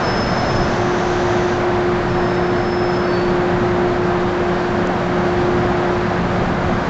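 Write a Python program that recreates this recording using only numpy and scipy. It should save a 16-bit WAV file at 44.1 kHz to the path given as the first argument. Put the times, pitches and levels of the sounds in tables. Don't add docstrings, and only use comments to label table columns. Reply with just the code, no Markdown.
import sys
import numpy as np
from scipy import signal
from scipy.fft import rfft, irfft, next_fast_len
from scipy.io import wavfile

SR = 44100
rng = np.random.default_rng(int(sys.argv[2]) if len(sys.argv) > 2 else 0)


def log_audio(samples):
    frames = np.atleast_2d(samples).T
    limited = np.clip(frames, -1, 1)
    pcm = np.round(limited * 32767).astype(np.int16)
    wavfile.write(sys.argv[1], SR, pcm)


def gain_from_db(level_db):
    decades = np.asarray(level_db, float) / 20
    return 10 ** decades


N = 303849

# time in seconds, fan roar level in dB,
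# low rumble level in dB, boost of the fan treble above 2.8 kHz in dB.
ROAR_LEVELS = [(0, -19, -29, 0.5), (.6, -20.5, -25, 1), (1.0, -20.5, -30, 0), (2.2, -21.5, -28, 0.5),
               (2.75, -22, -28.5, 0.5), (3.6, -21.5, -27.5, -.5), (4.4, -22, -30.5, 1.5),
               (5.5, -21, -27, 1), (6.1, -21.5, -27.5, 0.5), (6.89, -22, -24, -1.5)]
# frequency in Hz, relative density in dB per Hz.
RUMBLE_COLOUR = [(12, -35), (22, 2), (42, -9), (75, -9), (108, -3), (140, 0.5), (158, -13.5), (180, -4),
                 (250, -6.5), (320, -18), (430, -35)]
# frequency in Hz, relative density in dB per Hz.
FAN_COLOUR = [(170, -33.5), (250, -17), (330, -16), (400, -16), (500, -16), (600, -14), (800, -16.5),
              (1600, -21), (2650, -33.5), (4500, -41.5), (6840, -54.5), (7500, -49), (7800, -49),
              (8100, -61.5), (8600, -82.5)]
# centre in Hz, width in Hz, typical level in dB.
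DUCT_RESONANCES = [(59.7, 24, -36.5), (108.7, 32, -28.5), (208.7, 35, -28), (721, 74, -29.5),
                   (1554, 35, -44)]
# time in seconds, rms level in dB.
HIGH_TONE_LEVELS = [(0, -31.5), (.5, -31), (.6, -22), (.73, -29.5), (.8, -22.5), (1.15, -23.5), (1.3, -20),
                    (2.4, -21), (3.6, -20), (4.75, -21.5), (5.03, -25.5), (5.25, -20.5), (5.9, -22),
                    (6.05, -25.5), (6.35, -29), (6.6, -34.5), (6.67, -26), (6.89, -30)]
# time in seconds, rms level in dB.
LOW_TONE_LEVELS = [(0, -33), (.6, -27), (1.2, -36), (2.0, -30.5), (2.25, -29), (4.2, -29.5), (5.0, -27),
                   (5.7, -31.5), (6.4, -26.5), (6.89, -30.5)]
# time in seconds, click strength before ringing in dB.
TICK_CLICKS = [(4.8722, -2), (5.285, -19)]
# time in seconds, level of the jet noise in dB.
AIR_LEVELS = [(0, -44), (.5, -40.5), (.9, -41), (1.2, -39.5), (1.5, -40.5), (1.62, -50), (1.9, -64.5),
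              (2.2, -75.5), (6.89, -86.5)]
# frequency in Hz, relative density in dB per Hz.
JET_COLOUR = [(1470, -22.5), (2500, -5), (3490, 1), (4110, -1), (5420, -3.5), (6120, -12.5), (7480, -13.5),
              (8500, -36.5), (11000, -63), (18700, -120)]
# start in seconds, loudest moment in seconds, stop in seconds, level in dB
SQUEAL_SHAPES = [(0.0, .1, .66, -35, -31.5, -35, .45), (2.075, 2.27, 2.51, -46, -42, -42, .28),
                 (2.54, 2.8, 3.15, -42.5, -36.5, -46, .25), (2.85, 2.94, 3.1, -44, -38, -47, .25),
                 (3.03, 3.17, 3.285, -45, -36, -41, .2), (2.14, 2.26, 2.4, -37, -35, -39, .45),
                 (2.24, 2.38, 2.41, -51, -47, -48, .5), (4.17, 4.24, 4.27, -48, -45, -47, .5)]
# pitch at the start in Hz, pitch at the stop in Hz.
SQUEAL_PITCHES = [(5208, 5196), (5231, 5222), (5224, 5196), (5192, 5150), (4476, 4488), (1860, 1868),
                  (3735, 3725), (3765, 3700)]


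def rms_one(x):
    return x / np.sqrt(np.mean(x ** 2) + 1e-20)


def in_time(rows):
    seconds, *columns = np.transpose(rows)
    return [np.interp(np.arange(N) / SR, seconds, column) for column in columns]


def drift(corner_hz):
    r = np.exp(-80 * np.pi * corner_hz / SR)
    noise = rng.standard_normal(N // 40 + 2002)
    slow = signal.lfilter([1], [1, -2 * r, r * r], noise)[2000:]
    return np.interp(np.arange(N) / 40, np.arange(len(slow)), rms_one(slow))


def coloured(spectrum):
    size = next_fast_len(N)
    hz, db = np.transpose(spectrum)
    grid_hz = np.maximum(np.arange(size // 2 + 1) * SR / size, 1)
    shape = gain_from_db(np.interp(np.log(grid_hz), np.log(hz), db, left=-90, right=-90))
    white = rfft(rng.standard_normal(size))
    return rms_one(irfft(white * shape, size)[:N])


def resonance(x, hz, width):
    r = np.exp(-np.pi * width / SR)
    poles = [1, -2 * r * np.cos(2 * np.pi * hz / SR), r * r]
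    return signal.lfilter([1 - r * r, 0, r * r - 1], poles, x) / 2


def roar():
    fans_db, rumble_db, bright_db = in_time(ROAR_LEVELS)
    rumble_db = rumble_db + 1.0 * drift(3.3)
    fans = coloured(FAN_COLOUR)
    treble_filter = signal.butter(2, 2800, "high", fs=SR, output="sos")
    treble = signal.sosfilt(treble_filter, fans)
    treble_gain = gain_from_db(bright_db + 0.72 * drift(7.6))
    fans = fans + (treble_gain - 1) * treble
    rumble = gain_from_db(rumble_db) * coloured(RUMBLE_COLOUR)
    out = rumble + gain_from_db(fans_db + 0.24 * drift(7.1)) * fans
    for hz, width, db in DUCT_RESONANCES:
        drive_db = rumble_db if hz < 160 else fans_db
        ringing = rms_one(resonance(rng.standard_normal(N), hz, width))
        out += gain_from_db(db + drive_db - np.mean(drive_db)) * ringing
    return out


def hum():
    high_hz, high_waver_db, low_waver_db = 355.7, 0.94, 2.5
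    turn = 2 * np.pi * high_hz * np.arange(N) / SR
    high_db = in_time(HIGH_TONE_LEVELS)[0] + high_waver_db * drift(4)
    high = gain_from_db(high_db) * np.sin(turn + .1 * drift(3))
    low_db = in_time(LOW_TONE_LEVELS)[0] + low_waver_db * drift(3)
    low = gain_from_db(low_db) * np.sin(turn / 2 + .9 * drift(3))
    return np.sqrt(2) * (high + low)


def handling():
    peak_s, peak_db, rise_db_per_s, fall_db_per_s = .6, -18.5, 60, 120
    low_pass = signal.butter(2, 140, fs=SR, output="sos")
    lumps = rms_one(signal.sosfilt(low_pass, rng.standard_normal(N)))
    since_peak = np.arange(N) / SR - peak_s
    puff_db = peak_db + np.minimum(rise_db_per_s * since_peak, -fall_db_per_s * since_peak)
    clicks = np.zeros(N)
    for seconds, db in TICK_CLICKS:
        clicks[round(seconds * SR)] = gain_from_db(db)
    ticks = resonance(clicks + 1e-18, hz=6400, width=3500)
    ticks = resonance(ticks, hz=7800, width=5000)
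    return gain_from_db(puff_db) * lumps + ticks


def brake_air():
    whistle = rms_one(resonance(rng.standard_normal(N), hz=6030, width=640))
    jet = coloured(JET_COLOUR)
    level_db = in_time(AIR_LEVELS)[0] + 0.61 * drift(8.8)
    return gain_from_db(level_db) * (jet + gain_from_db(-3.5) * whistle)


def squeals():
    attack_s, hall_below_db, hall_fade_db_per_s, flutter_hz = .02, 6, 55, 36
    out, t = np.zeros(N), np.arange(N) / SR
    for shape, pitch in zip(SQUEAL_SHAPES, SQUEAL_PITCHES):
        start, loudest, stop, start_db, top_db, stop_db, flutter = shape
        hz = np.interp(t, [start, stop], pitch)
        times = [start, loudest, stop, stop + attack_s]
        db = np.interp(t, times, [start_db, top_db, stop_db, stop_db - hall_below_db])
        db = db - hall_fade_db_per_s * np.maximum(t - stop, 0)
        paths = 1 + flutter * (drift(flutter_hz) + 1j * drift(flutter_hz))
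        tone = paths * np.exp(2j * np.pi * np.cumsum(hz) / SR)
        attack = np.clip((t - start) / attack_s, 0, 1)
        out += attack * gain_from_db(db) * tone.real
    return out


def scene():
    return (roar() + hum() + handling() + brake_air() + squeals())[None]


def band_limit(x):
    return signal.sosfilt(signal.butter(12, 8820, fs=SR, output="sos"), x)


def record(dry):
    top, sample_hz = 0.99, 16000
    x = top * np.tanh(dry / top)
    top_cut = signal.cheby2(8, 40, 8480, fs=SR, output="sos")
    x = signal.sosfilt(top_cut, x)
    mirror = x * 2 * np.cos(2 * np.pi * sample_hz * np.arange(N) / SR)
    mirror_cut = signal.cheby2(10, 44, 9120, fs=SR, output="sos")
    mirror = signal.sosfilt(mirror_cut, mirror)
    return band_limit(x + mirror)


dry = scene()
out = record(dry)
log_audio(out)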